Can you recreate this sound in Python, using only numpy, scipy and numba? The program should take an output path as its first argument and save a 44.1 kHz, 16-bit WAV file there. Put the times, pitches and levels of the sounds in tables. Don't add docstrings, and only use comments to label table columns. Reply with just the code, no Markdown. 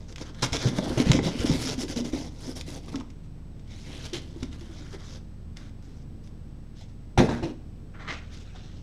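import sys
import numpy as np
from scipy import signal
from scipy.fft import rfft, irfft, next_fast_len
from scipy.io import wavfile
from scipy.ndimage import uniform_filter1d
from numba import njit

SR = 44100
rng = np.random.default_rng(int(sys.argv[2]) if len(sys.argv) > 2 else 0)


def how_loud(loudness_db):
    steps = np.asarray(loudness_db, float) / 20
    return 10 ** steps


def int16_out(signal):
    q = np.round(np.clip(np.atleast_2d(signal).T, -1, 1) * 32767)
    wavfile.write(sys.argv[1], SR, q.astype(np.int16))


N = 388962
TIME = np.arange(N) / SR


def unit(x):
    return x / np.sqrt(np.mean(x ** 2))


def colour(x, points):
    hz, db = np.transpose(points)
    size = 4096
    bin_hz = np.arange(size // 2 + 1) * SR / size
    log_gain = np.interp(np.log(bin_hz + 1), np.log(hz), db) * np.log(10) / 20
    cepstrum = irfft(log_gain)
    cepstrum[1:size // 2] *= 2
    cepstrum[size // 2 + 1:] = 0
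    response = irfft(np.exp(rfft(cepstrum)))
    return signal.fftconvolve(x, response)[:len(x)]


def walk(rate):
    k = int(SR / rate)
    held = np.repeat(rng.standard_normal(N // k + 1), k)
    return 0.89 * uniform_filter1d(uniform_filter1d(held, k), k)[:N]


def add(out, s, x):
    i = int(s * SR)
    out[i:i + len(x)] += x[:N - i]


# f/Hz, relative level/dB per Hz
AIR = [(15, -21), (50, -21.5), (70, -5), (101, -8), (228, -17), (285, -15), (347, -22), (500, -26),
       (800, -37.5), (1500, -66.5)]
# f/Hz, relative level/dB per Hz
MIC = [(450, -20), (750, 2), (1000, 0), (2000, -6), (3200, -8.5), (5000, -11), (6300, -14), (8000, -20),
       (10000, -24), (16000, -31)]
# f/Hz, mean rms level/dB, waver/dB (also sets the phase waver)
HUM = [(37.7, -46, .8), (75.4, -50, 2.5), (97, -54, 3.5), (118.4, -54, 3.5), (147, -56, 3.5),
       (172, -56, 3.5), (220.7, -57, 2.5), (5389, -86, .3), (8000, -80, .1)]
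AIR_DB, MIC_DB = -48, -66.5


def room_tone():
    air = how_loud(AIR_DB) * unit(colour(rng.standard_normal(N), AIR)) * how_loud(1.5 * walk(3.))
    air = air + how_loud(MIC_DB) * unit(colour(rng.standard_normal(N), MIC))
    for hz, db, waver_db in HUM:
        level = np.sqrt(2) * how_loud(db + waver_db * walk(7.4))
        phase = 2 * np.pi * hz * TIME + 1.0 * waver_db * walk(6.)
        air = air + level * np.sin(phase)
    return air


# start t/s, length t/s, initial gain level/dB, change over the stroke/dB, panel resonance f/Hz
STROKES = [(0.0, 0.089, -61, -12, 3560), (0.076, 0.05, -55.5, -3, 4450), (0.162, 0.041, -56, 4, 4140),
           (0.201, 0.021, -47, -0.5, 3980), (0.247, 0.057, -55.5, -4, 3100),
           (0.305, 0.14, -70.5, 18.5, 2940), (0.42, 0.031, -29.5, -7, 3970), (0.517, 0.046, -35, -1, 3730),
           (0.571, 0.12, -40, -1.5, 3600), (0.687, 0.1, -57, 14, 3200), (0.788, 0.2, -47, -1, 3000),
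           (0.958, 0.067, -42, 1, 3220), (1.032, 0.073, -48, 9, 2870), (1.12, 0.054, -37.5, -1.5, 3900),
           (1.214, 0.073, -38.5, 0.5, 4000), (1.294, 0.076, -47, -1.5, 3320),
           (1.366, 0.072, -43.5, 2, 3550), (1.452, 0.12, -37.5, -6.5, 3770), (1.568, 0.17, -39, -2, 4280),
           (1.765, 0.069, -42.5, 4, 5100), (1.87, 0.061, -43, -1.5, 4240), (1.952, 0.054, -40.5, -4, 4340),
           (2.037, 0.059, -45, -4, 4500), (2.116, 0.055, -46.5, -2.5, 3770),
           (2.166, 0.059, -48, -1.5, 4530), (2.235, 0.047, -54, -2.5, 3930), (2.297, 0.11, -60, 1, 4570),
           (2.391, 0.13, -48, 0, 5170), (2.548, 0.058, -43.5, -2.5, 5400), (2.651, .13, -48.5, -3, 4500),
           (2.808, 0.078, -65, 4.5, 3660), (2.878, .025, -56.5, -3, 3700), (2.914, .025, -53.5, -2.5, 3620),
           (2.942, 0.076, -60, -5, 3040), (3.028, 0.17, -76, -3, 4180), (3.228, 0.041, -69.5, -3, 3900),
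           (3.51, 0.23, -82, 7, 3000), (3.65, 0.22, -57.5, 0.5, 3960), (3.848, 0.19, -52, -1, 3020),
           (4.035, 0.026, -48, 2, 3020), (4.081, 0.05, -59, -7, 3260), (4.128, 0.055, -40.5, -5, 3360),
           (4.213, 0.099, -60.5, -9, 3360), (4.265, 0.17, -70, 12.5, 3430), (4.426, 0.009, -45, -14, 4000),
           (4.444, 0.066, -63, -9, 3000), (4.509, 0.053, -58, -3.5, 2700), (4.574, 0.1, -60, -4.5, 2970),
           (4.66, 0.17, -59, 1.5, 3500), (4.834, 0.1, -59, -2.5, 3370), (4.922, 0.033, -57, -0.5, 2900),
           (4.971, 0.075, -61.5, 1.5, 3300), (5.035, 0.14, -55.5, -1, 4340),
           (5.557, 0.13, -60.5, -6.5, 3600), (5.817, 0.21, -66, -5.5, 4400),
           (6.223, 0.069, -65.5, -3, 4570), (6.745, 0.059, -64, 3.5, 3030), (6.806, 0.048, -59.5, -9, 3570),
           (6.87, 0.065, -74, -2, 4050), (7.174, 0.11, -32, -22.5, 2470), (7.286, 0.16, -45.5, -20, 2470),
           (7.425, 0.094, -47.5, -16.5, 2900), (7.932, 0.044, -75.5, -1, 2010),
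           (7.977, 0.083, -66, 3, 1870), (8.06, 0.055, -56, 7.5, 1850), (8.122, 0.12, -51, -18.5, 1960),
           (8.206, 0.15, -72, 4, 2460), (8.3, 0.13, -58, -1, 4070), (8.436, 0.12, -64, -4, 2670),
           (8.547, 0.077, -60, -6.5, 2700), (8.623, 0.19, -62.5, -6, 2950)]
ATTACK_S, SWELL_SHARE = 0.0067, 0.42
RELEASE_S = 0.09


def strokes():
    gain, pitch = np.full(N, 1e-7), np.full(N, 1e-7 * 3000)
    for s, length, db, change_db, hz in STROKES:
        t = TIME[:int((length + .15) * SR)]
        attack_s = ATTACK_S + SWELL_SHARE * length * np.clip((change_db + 7.0) / 8, 0, 1)
        level = how_loud(db + change_db * np.minimum(t / length, 1))
        onset = np.sin(np.pi / 2 * np.minimum(t / attack_s, 1)) ** 2
        release = 1000. ** (-np.maximum(t - length, 0) / RELEASE_S)
        stroke = level * onset * release
        add(gain, s, stroke)
        add(pitch, s, stroke * hz)
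    return gain, pitch / gain


def fibres(rate, scatter_db, flicker_db, flicker_hz):
    caught = rng.random(N) < rate / SR
    strength = how_loud(scatter_db * np.minimum(rng.exponential(size=N), 4.5))
    slips = caught * rng.standard_normal(N) * strength
    return slips * how_loud(flicker_db * walk(flicker_hz))


def patchy(x, flicker_db, flicker_hz):
    size = next_fast_len(N)
    spectrum = rfft(x, size)
    centres = np.arange(9, 13.6, .5)
    octave = np.log2(np.arange(size // 2 + 1) * SR / size + 1)
    octave = np.clip(octave, centres[0], centres[-1])
    out = np.zeros(N)
    for centre in centres:
        weight = np.clip(1 - 2 * np.abs(octave - centre), 0, 1)
        out += irfft(spectrum * weight, size)[:N] * how_loud(flicker_db * walk(flicker_hz))
    return unit(out)


@njit
def resonance(x, hz, sharpness):
    y, band, low = np.empty(len(x)), 0., 0.
    for i in range(len(x)):
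        g = np.tan(np.pi * hz[i] / SR)
        v = (band + g * (x[i] - low)) / (1 + g * (g + 1 / sharpness))
        band, low, y[i] = 2 * v - band, low + 2 * g * v, v / sharpness
    return y


# share of the main resonance, level/dB
PANEL = [(.62, -3), (1.0, 1), (1.35, -4)]


def panel_ring(slips, panel_hz):
    soft = colour(slips, [(6500, 0), (9000, -16), (16000, -75)])
    ring = np.zeros(N)
    for share, db in PANEL:
        centre_hz = np.clip(share * panel_hz * (1 + 0.1 * walk(15.)), 300, 12000)
        ring += how_loud(db) * resonance(soft, centre_hz, 6.)
    return patchy(unit(ring / (panel_hz / 4000) ** 2.68), 4.7, 45.)


def squeaks(rate, low_hz, high_hz, cycles, scatter_db):
    out, t = np.zeros(N), TIME[:SR // 25]
    for when, pitch, glide, size in rng.random((int(rate * N / SR), 4)):
        hz = low_hz * (high_hz / low_hz) ** np.sqrt(pitch)
        turn = np.minimum(t * hz / cycles, 1)
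        level = how_loud(-scatter_db * np.log(size + 0.015))
        tone = np.sin(2 * np.pi * cycles * turn * (1 + 0.17 * (glide - .5) * turn))
        add(out, when * N / SR, level * np.sin(np.pi * turn) ** 2 * tone)
    return unit(out)


# f/Hz, level/dB, ring time factor
CASE = [(140, 8.5, 0.38), (169, -27, 0.29), (206.6, -10.5, 0.85), (245, 0.5, 0.92), (284.8, 8.5, 0.55),
        (346.7, -4.5, 1.05), (419.3, -1, 0.69), (506.4, -4, 0.91), (586.7, -13, 1.07), (761, -14.5, 0.84),
        (680, -22, 0.94), (845, -21, 1.1), (915, -14, 1.07), (990, -21.5, 0.97), (1170, -19.5, 1)]


def case_rumble():
    shake = fibres(1500., scatter_db=1.2, flicker_db=2.2, flicker_hz=30.)
    t = TIME[:SR // 5]
    ring = np.zeros(len(t))
    for hz, db, k in CASE:
        level = how_loud(db - 4.6 * np.log2(hz / 250))
        ring += level * np.cos(2 * np.pi * hz * t) * 1000. ** (-t / (0.15 * k))
    rumble = signal.fftconvolve(shake, ring)[:N]
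    return unit(colour(rumble, [(60, -25), (125, 0), (1000, 0), (2500, -35), (9000, -90)]))


# f/Hz, relative level/dB per Hz
GRIT = [(880, -16.5), (1500, -6), (1780, -7.5), (2060, 0), (2550, -4), (3320, -1.5), (3920, -3),
        (4250, -10), (5290, -1.5), (7030, -8.5), (9000, -18), (11700, -42), (19800, -120)]
RASP = [(350, -29), (600, -4.5), (950, -8), (1400, -3), (2100, -4.5), (2900, -16.5), (5000, -32.5),
        (12000, -61)]
HISS = [(5500, 1.5), (7500, 18), (8460, 18.5), (10000, 18), (10600, 13.5), (14100, 0.5), (15800, -12),
        (16600, -66)]
# t/s, rasp level/dB, fine hiss level/dB, hollow rumble level/dB
BALANCE_DB = [(0.0, 0, -15, 9.5), (.45, 3, -9, 5), (.6, 2, -12, 2.5), (.8, -3, -8, 15.5),
              (1.2, -5, -13.5, 5.5), (1.5, -5, -6.5, 5), (1.8, -11, -10, 2.5), (2.2, -7, -10.5, 10),
              (2.6, -22, -8, 1), (3.0, -13, -9.5, 15.5), (3.8, -29, -11, 1), (4.3, -20, -10, 7.5),
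              (4.55, -5.5, -9, 7.5), (4.9, 4, -12, -0.5), (5.6, 9, -12, 6), (6.8, -14, -13, -24),
              (7.2, -3.5, -13.5, 18.5), (7.5, -4.5, -11, 14), (7.95, 8.5, -31, 12), (8.22, -18, -40, 4.5),
              (8.33, 1.5, -13.5, -7), (8.82, -11, -27, 7)]
RASP_DB_PER_OCTAVE = -24


def rubbing():
    gain, panel_hz = strokes()
    s, *balance_db = np.transpose(BALANCE_DB)
    rasp_gain, hiss_gain, rumble_gain = (how_loud(np.interp(TIME, s, db)) for db in balance_db)
    rasp_gain = rasp_gain * how_loud(RASP_DB_PER_OCTAVE * np.log2(panel_hz / 3000))
    slips = unit(fibres(5000., scatter_db=-0.5, flicker_db=0.5, flicker_hz=158.0))
    crackles = unit(fibres(300., scatter_db=2., flicker_db=3., flicker_hz=8.))
    grit = unit(colour(slips + how_loud(-11) * crackles, GRIT))
    rasp = unit(colour(slips + how_loud(-20) * crackles, RASP))
    hiss = unit(colour(slips + how_loud(-5.5) * crackles, HISS))
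    panel = panel_ring(slips, panel_hz)
    small = panel_hz / 4000
    thinning = np.clip(1.2 * (small - .75), 0, 1)
    grit = grit - thinning * resonance(grit, np.full(N, 2600.), 0.92)
    grit = patchy(grit, 3.5, 30.)
    rasp = patchy(rasp, 5.9, 30.)
    hiss = hiss * how_loud(2.9 * walk(25.))
    chatter = how_loud(-5) * squeaks(250., low_hz=3000., high_hz=6600., cycles=20., scatter_db=2.8)
    grit = grit * np.minimum(small, 1) ** 0.85 + how_loud(-2.0) * panel + chatter
    return gain * (grit + rasp_gain * rasp + hiss_gain * hiss + rumble_gain * case_rumble())


# t/s, nominal peak level/dB, low part relative level/dB
TICKS = [(0.1259, -31, -26), (0.1603, -23.5, -21), (.173, -40, -28), (0.1826, -26, -10), (.3473, -34, -18),
         (0.4236, -28, -19), (.4285, -23, 0), (0.4315, -8.5, -4), (0.434, -22, -12), (.44, -13, -1),
         (.4484, -16, -6), (0.464, -19.5, -16), (.5235, -25, -15), (0.5315, -15, -11), (.514, -34, -20),
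         (0.5683, -16, -20), (.627, -25, -49), (.686, -31, -20), (.843, -26, -35), (0.6738, -21.5, -2),
         (0.7865, -19, -2), (.976, -25, -1), (1.0015, -13, -29), (1.059, -37, 6), (1.09, -34, -11),
         (1.1173, -2.5, -20), (1.1333, -11, -21), (1.1904, -24, 10), (1.231, -29, -23), (1.4604, -21, -24),
         (1.472, -18, -25), (1.495, -25, -19), (1.603, -30, -16), (1.6744, -22.5, -0.5), (1.781, -32, 1),
         (1.791, -27, -20), (1.818, -24, -30), (1.74, -32, -45), (1.8823, -34, -3), (1.912, -26, -45),
         (1.963, -28, -17), (1.982, -26, -20), (2.052, -33, -28), (2.06, -31, -40), (2.133, -31, 5),
         (2.149, -31, -47), (2.249, -35, -47), (2.257, -42, -50), (2.275, -42, -48), (2.4555, -42, -41),
         (2.564, -39, -30), (2.576, -31, -30), (2.612, -19.5, -33), (2.787, -38, -35), (2.889, -44, -3),
         (2.921, -42, -20), (2.958, -20, -22), (3.001, -30.5, -25), (3.01, -32, -7), (3.1033, -36, -28),
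         (3.355, -65, -38), (3.596, -43, -25), (3.677, -46, -35), (4.0544, -27, -33.5), (4.134, -21, -18),
         (4.431, -21, -15), (4.5145, -44, -25), (4.5297, -33, -20), (4.611, -33, -25), (4.932, -35, -24),
         (4.947, -34, -26), (5.571, -27, -26), (5.66, -46, -35), (5.695, -44, -35), (5.826, -45, -39),
         (6.275, -42, -31), (6.897, -49, -35), (7.178, -21, -3), (7.2915, -35, -8), (7.433, -45, 0),
         (8.551, -60, 5)]
SPRAY_T60_S = 0.033
CREST_DB = 10


def ticks():
    high, low, top = np.zeros(N), np.zeros(N), np.zeros(N)
    t = TIME[:SR // 8]
    for s, db, low_db in TICKS:
        snap = 3.6 * 1000. ** (-t / 0.000095)
        noise = 0.48 * rng.standard_normal(len(t)) * 1000. ** (-t / SPRAY_T60_S)
        spray = how_loud(db) * (snap + noise)
        add(high, s - .0005, spray)
        add(low, s - .0005, spray * how_loud(low_db))
        add(top, s - .0005, spray * how_loud(-25 - 0.37 * low_db))
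    white = rng.standard_normal(SR)
    out = np.zeros(N)
    for x, points in ((high, GRIT), (low, RASP), (top, HISS)):
        out += colour(x, points) / np.std(colour(white, points))
    return out * how_loud(-CREST_DB)


# t/s, peak level/dB
THUDS = [(.426, -40), (0.523, -21.5), (.656, -36), (0.901, -24), (1.065, -20), (1.1, -18), (1.143, -22),
         (1.399, -20), (1.505, -19.5), (1.78, -33), (2.133, -27), (4.428, -26), (7.178, -15), (7.215, -27),
         (7.288, -23), (7.429, -29.5)]


def thuds():
    out, t = np.zeros(N), TIME[:SR // 3]
    tones = np.sin(2 * np.pi * 61.0 * t) + 2.4 * np.sin(2 * np.pi * 75.7 * t)
    thud = tones * 1000. ** (-t / 0.075) * (1 - np.exp(-t / 0.0029))
    for s, thud_db in THUDS:
        add(out, s - .0015, how_loud(thud_db) * thud / np.max(np.abs(thud)))
    return out


# t/s, peak level/dB, favoured pitch f/Hz, ring time t/s before each mode's factor
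KNOCKS = [(0.428, -24, 137, 0.087), (0.43, -22.5, 990, 0.06), (0.539, -29, 680, 0.041),
          (.61, -42, 553, 0.043), (.65, -28, 475, 0.053), (.656, -15, 133, 0.15), (.669, -22, 294, 0.051),
          (.717, -26.5, 257, 0.07), (0.786, -16, 198, 0.05), (.789, -19.5, 608, 0.025),
          (.824, -32, 535, 0.056), (0.902, -26, 340, 0.054), (0.975, -20.5, 133, 0.079),
          (.976, -24.5, 593, 0.026), (1.001, -13, 256, 0.043), (1.059, -28, 500, 0.034),
          (1.069, -15.5, 228.5, 0.081), (1.099, -8, 143.5, 0.12), (1.117, -23.5, 990, 0.038),
          (1.141, -20, 140, .1), (1.145, -23, 520, 0.042), (1.149, -13.5, 280, 0.11),
          (1.19, -19.5, 303, 0.057), (1.19, -27, 823, 0.042), (1.196, -24, 434, 0.053),
          (1.23, -28, 242, 0.05), (1.26, -19.5, 202, 0.063), (1.274, -28, 690, 0.04),
          (1.339, -32.5, 548, 0.051), (1.354, -25.5, 249, 0.049), (1.4, -25, 287, 0.056),
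          (1.413, -29, 475, 0.082), (1.442, -26, 424, 0.064), (1.447, -14.5, 283, 0.056),
          (1.497, -15, 271.7, 0.11), (1.506, -15.5, 147.9, 0.14), (1.553, -23.5, 303, 0.051),
          (1.645, -28, 251.4, 0.38), (1.69, -32.5, 419, .07), (1.781, -22.5, 245, 0.048),
          (1.835, -23.5, 297.4, 0.079), (1.9, -27, 282, 0.067), (1.962, -30.5, 475, 0.047),
          (1.966, -26, 228, 0.12), (1.99, -31, 447, .06), (2.005, -25, 258, 0.11), (2.055, -29, 296, 0.05),
          (2.134, -19.5, 262.6, 0.11), (2.479, -28, 314.3, 0.16), (2.682, -32.5, 293, 0.12),
          (2.882, -44, 1170, 0.035), (2.943, -34, 1075, 0.033), (2.946, -24, 271, 0.18),
          (3.01, -36.5, 1040, 0.032), (4.13, -28, 344, 0.11), (4.363, -34, 322, 0.06),
          (4.427, -26, 260.7, 0.083), (4.615, -37.5, 326, 0.068), (4.695, -38.5, 322, 0.082),
          (4.81, -40, 301, 0.13), (4.937, -32, 392, 0.11), (6.813, -45.5, 740, 0.056),
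          (7.177, -14, 751, 0.045), (7.185, -15, 140, 0.1), (7.179, -17.5, 349, 0.12),
          (7.187, -22, 952, 0.057), (7.194, -16.5, 359, 0.12), (7.207, -16, 758, .05),
          (7.2, -11.5, 218, 0.081), (7.202, -28, 587, .05), (7.216, -13.5, 239, 0.05),
          (7.225, -20, 357, 0.05), (7.236, -22, 463, 0.062), (7.255, -27, 259, 0.099),
          (7.288, -31, 246, 0.15), (7.3, -33, 326, 0.096), (7.33, -27, 235, 0.12), (7.289, -26, 864, 0.052),
          (7.315, -29, 813, 0.062), (7.34, -25, 140, 0.068), (7.426, -22.5, 335, 0.1),
          (7.428, -35, 680, 0.063), (7.45, -37, 492, 0.079), (7.455, -28, 300, 0.14),
          (7.497, -28, 293, 0.13), (8.55, -44.5, 740, 0.068)]


def knocks():
    out, t = np.zeros(N), TIME[:SR // 3]
    hz, db, k = np.transpose(CASE)[:, :, None]
    for s, peak_db, near_hz, t60 in KNOCKS:
        level_chance, pitch_chance = rng.standard_normal((2, len(CASE), 1))
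        octaves = np.log2(hz / near_hz)
        away = np.abs(octaves)
        share_db = 0.4 * db - np.minimum(60. * away, 17.) - 4.9 * away
        share_db = share_db - 3.5 * np.maximum(octaves, 0)
        share = how_loud(share_db + 2.4 * level_chance)
        bent = hz * near_hz / hz[np.argmin(away)] * (1 + 0.012 * pitch_chance)
        decay = 1000. ** (-t / (max(t60, .02) * k))
        ring = np.sum(share * np.sin(2 * np.pi * bent * t) * decay, axis=0)
        ring *= 1 - np.exp(-t * near_hz / 1.33)
        add(out, s - .0015, how_loud(peak_db) * ring / np.max(np.abs(ring)))
    return out


ROOM_T60_S, ROOM_DB = 0.43, -13.5


def room_echo(near):
    t = TIME[:SR // 2]
    tail = colour(rng.standard_normal(len(t)), [(100, 10.3), (2000, 5.9), (12000, 0.5)])
    tail = tail * 1000. ** (-t / ROOM_T60_S) * (t > .004)
    echo = signal.fftconvolve(near, tail / np.sqrt(np.sum(tail ** 2)))[:N]
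    return how_loud(ROOM_DB) * echo


def scene():
    near = rubbing() + ticks() + knocks() + thuds()
    return (near + room_echo(near) + room_tone())[None]


def roll_off(x):
    return signal.sosfilt(signal.butter(12, 15850, fs=SR, output="sos"), x)


def record(dry):
    offset = .0038
    mix = np.tanh(1.228 * dry) / 1.153 + offset
    return roll_off(mix)


dry = scene()
out = record(dry)
int16_out(out)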